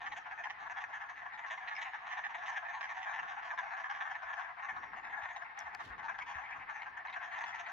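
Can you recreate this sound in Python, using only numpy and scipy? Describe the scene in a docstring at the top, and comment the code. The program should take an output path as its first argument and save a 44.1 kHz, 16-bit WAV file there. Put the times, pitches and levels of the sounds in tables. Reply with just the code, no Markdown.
"""Wood frogs in a marsh

A chorus of wood frogs quacks in dry grass, ringed by forest. Each quack is a quickening run of pulses
that ring the vocal sacs; grass scatters it and the trees throw it back. Near frogs stand out from a
crowd that swells and ebbs; one ticks, a few yelp, and faint whistles sound high above them.
A light wind touches the hand-held microphone, and the grip bumps, clicks and rubs once."""
import sys
import numpy as np
from scipy import signal
from scipy.fft import rfft, irfft, next_fast_len
from scipy.io import wavfile
from scipy.ndimage import uniform_filter1d

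SR = 44100
rng = np.random.default_rng(int(sys.argv[2]) if len(sys.argv) > 2 else 0)


def store_wav(level_fs):
    """Save 16-bit WAV to argv[1]."""
    pcm = np.round(np.clip(np.atleast_2d(level_fs), -1, 1) * 32767)
    wavfile.write(sys.argv[1], SR, pcm.T.astype(np.int16))


N = 340452
CALL_N = 6000  # samples for one call and its scatter
FFT_N = next_fast_len(N, True)
FFT_HZ = np.fft.rfftfreq(FFT_N, 1 / SR)
LEFT_RIGHT = np.array([[0.5], [-0.5]])  # splits a difference between the channels


def gain(db):
    """Decibels to amplitude."""
    return 10 ** (np.asarray(db) / 20)


def unit_rms(x):
    """Scales to rms 1."""
    return x / np.sqrt(np.mean(x ** 2) + 1e-20)


def at_hz(rows, hz):
    """Interpolates (Hz, value) rows on a log-frequency axis."""
    row_hz, values = np.transpose(rows)
    return np.interp(np.log(hz + 1), np.log(row_hz + 1), values)


def envelope(rows):
    """Gain over time from (s, dB) rows, silent outside them."""
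    return gain(np.interp(np.arange(N) / SR, *np.transpose(rows), left=-200, right=-200))


def add(mix, start_s, sound):
    """Adds a sound into a stereo mix."""
    part = mix[:, max(round(start_s * SR), 0):][:, :sound.shape[-1]]
    part += sound[..., :part.shape[1]]


def noise(spectrum, shared):
    """Shaped stereo noise of rms 1; shared is the part of the power common to both channels."""
    white = rng.standard_normal((3, FFT_N))
    pair = np.sqrt(shared) * white[2] + np.sqrt(1 - shared) * white[:2]
    return unit_rms(irfft(rfft(pair) * gain(at_hz(spectrum, FFT_HZ)), FFT_N)[:, :N])


def ring(t, hz, t60_s, chirp=0.7, settle_s=0.00039, rise_s=0.00019):
    """A resonance struck once: it starts sharp and settles in pitch as it decays."""
    cycles = hz * (t + chirp * settle_s * (1 - np.exp(-t / settle_s)))
    level = (1 - np.exp(-t / rise_s)) ** 2 * np.exp(-np.log(1000) * t / t60_s)
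    return level * np.sin(np.float32(2 * np.pi * cycles))


def sac_tension(progress):
    """Tension of the vocal sacs: one smooth arch as a call runs from 0 to 1."""
    return np.sin(np.pi * (progress + 0.05) / 1.1)


def pulse_run(length_s, first_gap_s=0.0046, last_gap_s=0.0031, jitter=0.085, pace_spread=0.16):
    """Quickening, uneven pulses that swell fast and die away: times, progress (0-1) and force."""
    gap_draw, force_draw, pace_draw = rng.standard_normal((56, 3)).T
    gaps_s = last_gap_s + (first_gap_s - last_gap_s) * np.exp(-np.arange(56) / 4)
    times_s = np.cumsum(gaps_s * np.exp(jitter * gap_draw + pace_spread * pace_draw[0]))
    times_s -= times_s[0]
    times_s = times_s[times_s < length_s]
    progress = times_s / length_s
    force = sac_tension(progress ** 0.6) * gain(2.6 * force_draw[:len(times_s)])
    return times_s, progress, force


def pulsed_ring(times_s, force, hz, t60_s, rise_s=0.00006):
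    """A resonance struck by a run of pulses, each at its own pitch; rms 1."""
    t = np.arange(CALL_N // 8) / SR
    samples = np.round(times_s * SR).astype(int)[:, None] + np.arange(len(t))
    rings = force[:, None] * ring(t, hz[:, None], t60_s, rise_s=rise_s)
    return unit_rms(np.bincount(samples.ravel(), rings.ravel(), CALL_N)[:CALL_N])


def grass(call, scatter_db, side, fade_s=0.012, trail_s=0.03, trail_db=-15, pan_db=1.5, lead_s=35e-6):
    """The path from one frog: direct sound from its side, plus scatter off stems and water."""
    t, hz = np.arange(CALL_N) / SR, np.fft.rfftfreq(CALL_N, 1 / SR)
    decay = np.exp(-t / fade_s) + gain(trail_db) * np.exp(-t / trail_s)
    bursts = rng.standard_normal((3, CALL_N)) * decay
    scatter = unit_rms(bursts[2] + 0.81 * bursts[:2]) / np.sqrt(CALL_N)
    pan = side * LEFT_RIGHT
    direct = gain(pan_db * pan) * np.exp(2j * np.pi * hz * lead_s * pan)
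    return irfft(rfft(call) * direct * (1 + gain(scatter_db) * rfft(scatter)))


# Vocal sac resonances: two low, the main one, four overtones.
# Each row: ratio to the main ring, t60 in seconds, relative level in dB.
SAC_RINGS = [(.45, 0.0087, 3.5), (.62, 0.0094, -1.5), (1, 0.016, 4.5), (1.3, 0.016, -9.5),
             (1.85, 0.0073, -18.5), (2.8, 0.002, -23), (3.3, 0.0028, -38)]

def quack(length_s, db, low_db, hz, scatter_db, side, bright_db, sag=0.07, detune=0.078, vary_db=2.5):
    """Pulses ring the sacs, sagging in pitch; low rings swell later, bright calls strike harder."""
    times_s, progress, force = pulse_run(length_s)
    low, main = np.zeros((2, CALL_N))
    for ratio, t60_s, ring_db in SAC_RINGS:
        pitch_draw, level_draw = rng.standard_normal(2) * (ratio != 1)  # all but the main ring vary
        ring_hz = hz * ratio * (1 - sag * (progress - 0.5)) * (1 + detune * pitch_draw)
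        ring_db += vary_db * level_draw
        if ratio < 1:
            drive = force * gain(6 * (progress - 0.5))
            low += gain(ring_db) * pulsed_ring(times_s, drive, ring_hz, t60_s, rise_s=0.00046)
        else:
            drive = force * sac_tension(progress) ** (1.5 * np.log(ratio))  # overtones need taut sacs
            ring_db += 0.68 * bright_db * np.log(ratio)
            rise_s = 0.00016 / gain(bright_db)
            main += gain(ring_db) * pulsed_ring(times_s, drive, ring_hz, t60_s, rise_s)
    main = unit_rms(grass(main, scatter_db, side))
    low = unit_rms(grass(low, scatter_db, side))
    return gain(db) * unit_rms(main + gain(low_db) * low) * np.sqrt(length_s * SR / CALL_N)


def rasp(length_s, db, hz, side, ratio=3.4, detune=0.08, sag=0.09, linger=2.1, scatter_db=-8):
    """A longer run of pulses in a high, narrow ring that only carries from close by."""
    times_s, progress, force = pulse_run(linger * length_s)
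    centre_hz = ratio * hz * (1 + detune * rng.uniform(-1, 1))
    buzz = pulsed_ring(times_s, force, centre_hz * (1 - sag * (progress - 0.5)), t60_s=0.02)
    return gain(db) * unit_rms(grass(buzz, scatter_db, side)) * np.sqrt(length_s * SR / CALL_N)


# Where the busiest frogs sit. Each row: time in seconds, side (negative right, positive left).
BUSY_SIDE = [(0, -1.06), (2.9, -1), (3.6, -0.79), (5, 0.37), (7.7, 0.00035)]

def frog_side(time_s):
    """A random side for one frog, around the busiest pool."""
    return np.interp(time_s, *np.transpose(BUSY_SIDE)) + rng.standard_normal()


# Quacks that stand out. Each row: start in seconds, length in seconds, relative level in dB,
# main ring in Hz, weight of the low rings in dB, brightness in dB.
NEAR_QUACKS = [(0.001, 0.06, -45, 1765, 0, 2), (0.055, 0.035, -41, 1774, -4, 4),
               (0.114, 0.031, -42.0, 1864, -2.5, 3.5), (0.159, 0.037, -45.0, 1714, -2, 8.5),
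               (0.254, 0.044, -46.5, 1518, 1, -3.5), (0.303, 0.04, -44, 1660, -3, -3.5),
               (0.374, 0.051, -42.5, 1740, -2.5, -6.5), (0.433, 0.026, -42, 1800, -5.5, 2.5),
               (0.451, 0.029, -42, 1734, -1.5, -2), (0.495, 0.021, -40.5, 1797, -3.5, 4.5),
               (0.582, 0.091, -49.5, 1704, 3.5, 2.5), (0.657, 0.028, -45.0, 1650, -1, -8),
               (0.693, 0.044, -43.5, 1635, -3.5, -1), (0.757, 0.054, -42, 1710, -2.5, -4.5),
               (0.802, 0.035, -46, 1855, 0.5, 5), (0.835, 0.016, -40, 1740, -9, -7),
               (0.879, 0.044, -47.5, 1685, 9, 3), (0.927, 0.063, -44, 1696, -6, -3),
               (0.999, 0.059, -46, 1727, -4.5, -5), (1.086, 0.039, -46, 1704, -4.0, 0),
               (1.152, 0.068, -51.5, 1770, -8, -2), (1.214, 0.03, -47.5, 1780, -1, -7.5),
               (1.253, 0.025, -45, 1810, 2, -8), (1.32, 0.06, -48, 1866, -4.5, -5.5),
               (1.373, 0.043, -45.5, 1820, -1, 0), (1.432, 0.038, -44, 1846, -4.5, -11.5),
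               (1.46, 0.043, -47.0, 1596, -2, 6), (1.498, 0.058, -40, 1755, -2, 1),
               (1.573, 0.02, -43.5, 2024, -0.5, -3), (1.592, 0.1, -48.5, 1680, -1, 0),
               (1.67, 0.037, -41.5, 1804, -7, -1), (1.703, 0.052, -42, 1747, -3.0, -5.5),
               (1.771, 0.063, -43.5, 1775, -7.5, -6), (1.811, 0.03, -41.5, 1947, -7, 9.5),
               (1.842, 0.063, -45, 1888, -4.5, -2.5), (1.931, 0.036, -42, 1675, -5, -2),
               (2, 0.065, -49, 1670, 4.5, -6), (2.06, 0.046, -47, 1830, 2.5, 11),
               (2.086, 0.09, -45.5, 1763, -5, 3.5), (2.118, 0.02, -40.5, 1750, -6.5, 0),
               (2.168, 0.035, -39.0, 1686, -3.5, -3.5), (2.233, 0.044, -39.0, 1725, -9, -6),
               (2.287, 0.046, -48.5, 1790.0, 2.0, 1), (2.342, 0.025, -40.5, 1876, -2, -1),
               (2.356, 0.078, -47.5, 1708, 3.5, 4), (2.417, 0.047, -43.5, 1610, 0.5, -0.5),
               (2.456, 0.032, -46, 1954, -3.5, 16), (2.477, 0.039, -39, 1744, -3, 4),
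               (2.515, 0.045, -44.5, 1665, 0, 0.5), (2.551, 0.046, -39, 1716, -7.5, -6.5),
               (2.617, 0.034, -44, 1660, 5, -12), (2.644, 0.043, -43.5, 1736, -5, -11.5),
               (2.679, 0.044, -42.5, 1760, -3.0, -5), (2.729, 0.08, -44, 1783, 2, 5),
               (2.805, 0.019, -39.5, 1584, -3.5, 5), (2.824, 0.047, -42, 1670, -5.5, 4),
               (2.883, 0.057, -43, 1840.0, -3, -3.5), (2.942, 0.091, -43.5, 1767, 0.5, 1.5),
               (3.016, 0.041, -44, 1896, -3.5, 5.0), (3.053, 0.053, -40.5, 1670, -2, -6.5),
               (3.082, 0.06, -43, 1692, -2, -6), (3.119, 0.082, -43, 1783, -4, -1),
               (3.185, 0.028, -39.5, 1803, -4, -6), (3.215, 0.067, -46, 1654, 3.5, 2),
               (3.268, 0.085, -45, 1690, 0.5, 3.5), (3.361, 0.057, -44.5, 1643, 1.0, -11),
               (3.42, 0.091, -45, 1687, 1, 7.5), (3.501, 0.024, -40, 1710, -8.5, -6),
               (3.522, 0.028, -41.5, 1610.0, 10, -1), (3.573, 0.036, -37.5, 1640.0, -5, -0.5),
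               (3.611, 0.087, -43.5, 1523, 2.5, 1.5), (3.702, 0.068, -42.5, 1724, 0, -4.5),
               (3.763, 0.032, -42.5, 1670, -3.5, -1), (3.788, 0.041, -43, 1655, 0.5, 5.5),
               (3.832, 0.054, -42, 1667, -6, -5.5), (3.893, 0.04, -39.5, 1603, -1.5, 1),
               (3.928, 0.08, -45.5, 1643, -3.5, 3), (3.999, 0.044, -39.5, 1640, -5, -3.5),
               (4.043, 0.057, -43.5, 1773, -1.5, -6.5), (4.095, 0.047, -42, 1647, -1.5, 0),
               (4.143, 0.034, -43, 1710, -5.5, -5), (4.218, 0.036, -42.5, 1533, 3.5, 1),
               (4.254, 0.11, -44.5, 1736, -1.5, -8), (4.327, 0.024, -42, 1670, -5, -1),
               (4.354, 0.051, -44.5, 1644, -0.5, 0.5), (4.383, 0.035, -43, 1550, 0.5, 3.5),
               (4.406, 0.035, -45.5, 1636, -0.5, -1.5), (4.434, 0.044, -47.0, 1766, -5.5, -10.5),
               (4.471, 0.063, -49.5, 1564, 12.5, -7), (4.568, 0.048, -49, 1735, 7, -6.5),
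               (4.595, 0.017, -47.5, 1516, 0.5, -4.5), (4.619, 0.059, -44.0, 1784, 0, -0.5),
               (4.682, 0.039, -39.5, 1770, -6, -8.5), (4.754, 0.041, -44.5, 1710, 5, -1),
               (4.821, 0.032, -45, 1770, 1, -6), (4.929, 0.024, -46, 1623, 0.5, -3.5),
               (4.957, 0.052, -46, 1886, 0, -3), (5.026, 0.072, -49, 1776, -2.5, 1.5),
               (5.091, 0.075, -47.5, 1850, -1, -5.5), (5.161, 0.057, -42.5, 1673, -1.5, -6.0),
               (5.208, 0.073, -46, 1800.0, -1.5, -2.5), (5.247, 0.016, -41.5, 1870, -5, -7.5),
               (5.278, 0.062, -46.0, 1812, -4.5, -5), (5.358, 0.027, -43, 1830, 1.5, 7.5),
               (5.413, 0.027, -43.5, 1655, -3.5, -8), (5.565, 0.089, -46.5, 1812, -1.5, 4.5),
               (5.651, 0.041, -45.5, 1773, 2.5, -12), (5.726, 0.042, -47, 1754, -1, 0.5),
               (5.791, 0.03, -43.5, 1780.0, 1, -1), (5.976, 0.037, -49.5, 1763, 1.5, 3.5),
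               (6.025, 0.064, -44.5, 1726, 3.5, 1), (6.079, 0.035, -39, 1636, -5, -6.5),
               (6.139, 0.03, -47, 1716, -6.5, -10.5), (6.181, 0.029, -43, 1586, -1.0, 10.5),
               (6.21, 0.031, -49, 2125, -0.5, 7.5), (6.258, 0.085, -46, 1740, 1, 11),
               (6.338, 0.046, -45.5, 1746, -9, -6), (6.38, 0.026, -43, 1646, -0.5, -7),
               (6.395, 0.059, -48.5, 1717, 2.5, -2.5), (6.43, 0.038, -51, 1848, -2, -7),
               (6.482, 0.08, -49.5, 1730, -6, 2), (6.545, 0.058, -49, 1600, 1, -5),
               (6.687, 0.044, -44, 1704, -1, -6.5), (6.724, 0.1, -50, 1745, -4.5, 2),
               (6.815, 0.035, -47.5, 1854, -2, -7.5), (6.855, 0.033, -45.5, 1623, -1, -6.5),
               (6.965, 0.032, -44.5, 1737, -7, -11), (7.047, 0.023, -42.5, 1680, 0.5, -6.5),
               (7.089, 0.037, -49.5, 1586, 1.5, 4.5), (7.125, 0.034, -46, 1995, -3.5, 2),
               (7.154, 0.033, -41.5, 1670, -4.5, -5), (7.21, 0.091, -47, 1780, -5.5, -1),
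               (7.31, 0.05, -43.5, 1844, -4, -2.5), (7.345, 0.052, -45, 1876, -3.5, -3.5),
               (7.374, 0.038, -44.5, 1796, 0.5, 14), (7.405, 0.022, -42.5, 1795, -1.5, 6),
               (7.432, 0.023, -40.5, 1760, -3, 2), (7.457, 0.069, -46, 1787, -2, 13.5),
               (7.535, 0.056, -48, 1803, -5, 4.5), (7.585, 0.039, -44.0, 1830, -2.5, 3),
               (7.657, 0.028, -45.5, 1913, -5.5, 0), (7.677, 0.043, -46.5, 1630, -0.5, 3.5)]

def near_frogs(trim_db=0.93, low_boost_db=2.5, rasp_db=-32, scatter_db=-9):
    """Frogs in the nearer pools: distinct quacks, each with a raspy edge."""
    out = np.zeros((2, N))
    for start_s, length_s, db, hz, low_db, bright_db in NEAR_QUACKS:
        side = frog_side(start_s)
        call = quack(length_s, db + trim_db, low_db + low_boost_db, hz, scatter_db, side, bright_db)
        edge = rasp(length_s, db + rasp_db + 0.5 * bright_db, hz, side)
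        add(out, start_s, call + edge)
    return out


# Swell of the distant crowd. Each row: time in seconds, relative level in dB.
CROWD_LEVEL = [(0, -54.5), (1.4, -54.5), (2.6, -52.5), (4.1, -53.5), (4.6, -53), (6.6, -51.5),
               (7.72, -49.5)]

def far_frogs(calls=240, frogs=24, trim_db=0.6, spread_db=3.5, lowpass_hz=2500):
    """A crowd farther out, each frog repeating its own quack, blurred and dulled by the grass."""
    out = np.zeros((2, N))
    voices = [quack(0.048, db=0, low_db=-1, hz=hz, scatter_db=-1,
                    side=rng.standard_normal(), bright_db=-3)
              for hz in np.linspace(1520, 2040, frogs)]
    for slot, (time_draw, level_draw, voice_draw) in enumerate(rng.random((calls, 3))):
        start_s = (slot + 2 * time_draw - 1) / calls * N / SR
        db = np.interp(start_s, *np.transpose(CROWD_LEVEL)) + trim_db + spread_db * (2 * level_draw - 1)
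        add(out, start_s, gain(db) * voices[int(voice_draw * frogs)])
    return signal.sosfilt(signal.butter(3, lowpass_hz, fs=SR, output="sos"), out)


# Decay of the forest echo. Each row: frequency in Hz, t60 in seconds.
FOREST_T60 = [(500, 0.77), (1800, 0.9), (4000, 0.94), (8000, 0.029)]

def forest_echo(calls, build_s=0.26):
    """Diffuse echo from the trunks; it builds gradually and the highest treble dies first."""
    hz, t, bands = signal.stft(rng.standard_normal((2, SR)), SR, nperseg=256)
    decay = gain(-60 * t / at_hz(FOREST_T60, hz)[:, None])
    onset = 1 - np.exp(-t / build_s)
    tail = signal.istft(bands * decay * onset, SR, nperseg=256)[1]
    return signal.fftconvolve(calls, tail / np.linalg.norm(tail[0]), axes=1)[:, :N]


# Colour of marsh and microphone. Each row: frequency in Hz, gain in dB.
PATH_COLOUR = [(100, -57), (450, -31), (595, -22.5), (695, -4), (1000, 0), (1400, 1), (1900, -1.5),
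               (2700, -2), (3700, -2.5), (4800, -6), (6400, 0.5), (7300, -9.5), (8500, -26), (16000, -34.5)]
# Shading by the case. Each row: frequency in Hz, left minus right in dB.
PORT_BALANCE = [(100, 6), (700, 1.5), (900, 4.5), (1250, 2.5), (1550, 5.5), (1800, 0.5), (2100, 4),
                (3000, -1.5), (4500, 1), (5600, -3), (7000, 1.5)]
# Delay around the case. Each row: frequency in Hz, lead of the left port in radians.
PORT_PHASE = [(100, -2.5), (700, -1.07), (1050, -0.2), (1300, 4), (1650, 5), (1900, 7.5), (2400, 6.5),
              (3200, 7), (4100, 6.5), (4800, 5), (5400, 13), (6700, 14)]

def microphone_ports(sound):
    """Colours the sound; the microphone's case shades and delays each port differently."""
    db = at_hz(PATH_COLOUR, FFT_HZ) + LEFT_RIGHT * at_hz(PORT_BALANCE, FFT_HZ)
    phase = LEFT_RIGHT * at_hz(PORT_PHASE, FFT_HZ)
    return irfft(rfft(sound, FFT_N) * gain(db) * np.exp(1j * phase), FFT_N)[:, :N]


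# Still air. Each row: frequency in Hz, relative density in dB.
AIR_SPECTRUM = [(20, -34), (55, -7.5), (90, -9.5), (200, -16), (450, -16), (1500, -6), (5000, -28),
                (8000, -55), (12000, -41.5), (14000, -65.5)]

def still_air(level_db=-65):
    """The faint, steady hush of the marsh."""
    return gain(level_db) * noise(AIR_SPECTRUM, shared=0.59)


# Gusts. Each row: time in seconds, relative level in dB.
GUST_LEVEL = [(0, -75.5), (.12, -69), (.3, -84), (.68, -72.5), (.9, -91.5), (2.9, -88), (3.25, -71),
              (3.6, -90.5), (4.62, -90.5), (4.75, -64.5), (5.1, -69), (5.42, -93), (5.9, -61), (6.1, -70),
              (6.48, -75), (6.6, -65.5), (6.72, -76), (7.72, -77)]
# Wind rumble. Each row: frequency in Hz, relative density in dB.
WIND_SPECTRUM = [(20, -15), (50, -11), (100, -9.5), (200, -11), (500, -14.5), (1500, -39.5), (6000, -88.5)]

def wind(trim_db=-1):
    """Light gusts rumble on the microphone ports."""
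    return gain(trim_db) * envelope(GUST_LEVEL) * noise(WIND_SPECTRUM, shared=0.65)


# Single pulses of one frog. Each row: start in seconds, relative level in dB, main ring in Hz,
# high ring in Hz, high ring against main in dB.
FROG_TICKS = [(1.752, -40, 2150, 5280, -6), (1.765, -33.5, 2150, 5180, -9), (6.461, -45, 2130, 3090, -9),
              (6.82, -36, 2160, 4040, -13), (7.072, -43, 2100, 3960, -5), (7.0827, -39, 2200, 3930, -15),
              (7.0986, -46, 2030, 3680, -2.5), (7.127, -43.5, 1890, 3810, 1)]

def ticking_frog():
    """One frog gives separate pulses, each striking two resonances."""
    out, t = np.zeros((2, N)), np.arange(CALL_N) / SR
    for start_s, db, hz, high_hz, high_db in FROG_TICKS:
        tick = ring(t, hz, t60_s=0.03) + gain(high_db) * ring(t, high_hz, t60_s=0.016, chirp=0.05)
        add(out, start_s, gain(db) * grass(tick, scatter_db=-1.5, side=0.35))
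    return out


# Thin whistles. Each row: start in seconds, length in seconds, level in dB, first and last pitch in Hz.
HIGH_WHISTLES = [(1.81, 0.04, -72, 6940, 6700), (2.718, .055, -72.5, 6340, 6350),
                 (2.935, 0.076, -75.5, 5920, 6300), (4.713, 0.26, -84, 5720, 5470),
                 (5.314, 0.048, -75, 6900, 6050), (6.71, 0.11, -76.5, 6500, 5740)]

def whistles(width_hz=480):
    """Faint, breathy tones: narrow bands of noise that slide a little in pitch."""
    out = np.zeros((2, N))
    lowpass = signal.butter(2, width_hz / 2, fs=SR, output="sos")
    for start_s, length_s, db, first_hz, last_hz in HIGH_WHISTLES:
        progress = np.linspace(0, 1, int(length_s * SR))
        breath = signal.sosfilt(lowpass, rng.standard_normal((2, SR // 2)))[:, :len(progress)]
        phase = 2 * np.pi * np.cumsum(first_hz + (last_hz - first_hz) * progress) / SR
        band = breath[0] * np.cos(phase) - breath[1] * np.sin(phase)
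        add(out, start_s, gain(db) * unit_rms(np.sin(np.pi * progress) * band))
    return out


# Gliding yelps. Each row: start in seconds, length in seconds, relative level in dB,
# first and last pitch in Hz.
FROG_YELPS = [(1.863, 0.042, -47.5, 797, 699), (5.125, 0.032, -46, 1950, 1860),
              (6.204, 0.031, -47.5, 2088, 2318), (6.421, 0.068, -54, 1870, 2247),
              (6.509, 0.034, -49.5, 2224, 2406)]

def yelps(throb_hz=230, throb_depth=0.79, waver=0.035, scatter_db=-5):
    """A frog holds one ring and slides it in pitch: a throbbing, unsteady yelp."""
    out, t = np.zeros((2, N)), np.arange(CALL_N) / SR
    throb = 1 + throb_depth * np.cos(2 * np.pi * throb_hz * t)
    for start_s, length_s, db, first_hz, last_hz in FROG_YELPS:
        progress = np.minimum(t / length_s, 1)
        wobble = 1 + waver * unit_rms(uniform_filter1d(rng.standard_normal(CALL_N), size=50))
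        hz = (first_hz + (last_hz - first_hz) * progress) * wobble
        tone = np.sin(2 * np.pi * np.cumsum(hz) / SR)
        yelp = 2 * np.sin(np.pi * progress) * throb * tone
        add(out, start_s, gain(db) * grass(yelp, scatter_db, frog_side(start_s)))
    return out


# Clicks of the case. Each row: start in seconds, level in dB, ring in Hz, t60 in seconds.
CASE_CLICKS = [(5.591, -37, 5960, 0.01), (5.603, -46, 5470, 0.0085), (5.7492, -35.5, 4600, 0.0031),
               (5.75, -35.5, 2240, 0.0088)]
# Bumps of the hand. Each row: start in seconds, level in dB, ring in Hz.
HAND_BUMPS = [(5.231, -61.5, 62), (5.641, -62, 64.5), (5.86, -56, 76), (5.9, -51, 48), (6.356, -52, 58.5),
              (6.58, -60.5, 81)]
# A finger rubbing the case. Each row: time in seconds, level in dB.
FINGER_LEVEL = [(5.77, -75), (5.8, -66), (5.85, -61), (5.89, -64.5), (6.0, -100)]
# Friction noise. Each row: frequency in Hz, relative density in dB.
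FINGER_SPECTRUM = [(500, -16), (3000, 5.5), (6500, -10), (8500, -24), (11500, -21), (13000, -34),
                   (15500, -28)]

def grip(snap_db=-15, snap_s=0.00005, catch_db=3, catch_s=0.0033):
    """Tiny snaps ring the case, the hand bumps it dully, and a rubbing finger catches and slips."""
    out, t = np.zeros((2, N)), np.arange(2 * CALL_N) / SR
    for start_s, db, hz, t60_s in CASE_CLICKS:
        snap = gain(snap_db) * rng.standard_normal((2, len(t))) * np.exp(-t / snap_s)
        add(out, start_s, gain(db) * (snap + ring(t, hz, t60_s, chirp=0.06, rise_s=0.00005)))
    for start_s, db, hz in HAND_BUMPS:
        add(out, start_s, gain(db) * ring(t, hz, t60_s=0.2, settle_s=0.013, rise_s=0.00048))
    roughness = unit_rms(uniform_filter1d(rng.standard_normal(N), int(catch_s * SR) + 1))
    catches = unit_rms(gain(catch_db * roughness))
    return out + envelope(FINGER_LEVEL) * catches * noise(FINGER_SPECTRUM, shared=0.24)


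def scene(echo_db=-16):
    """Frogs and their echo, with air, wind, the grip and the whistles."""
    background = still_air() + wind() + grip()
    frogs = near_frogs() + ticking_frog() + yelps() + far_frogs()
    return microphone_ports(frogs + gain(echo_db) * forest_echo(frogs)) + background + whistles()


def record(dry, cutoff_hz=15900):
    """The recorder's band limit: a steep low-pass."""
    lowpass = signal.firwin(511, cutoff_hz, window=("kaiser", 9), fs=SR)
    return signal.oaconvolve(dry, lowpass[None], "same")


dry = scene()
out = record(dry)
store_wav(out)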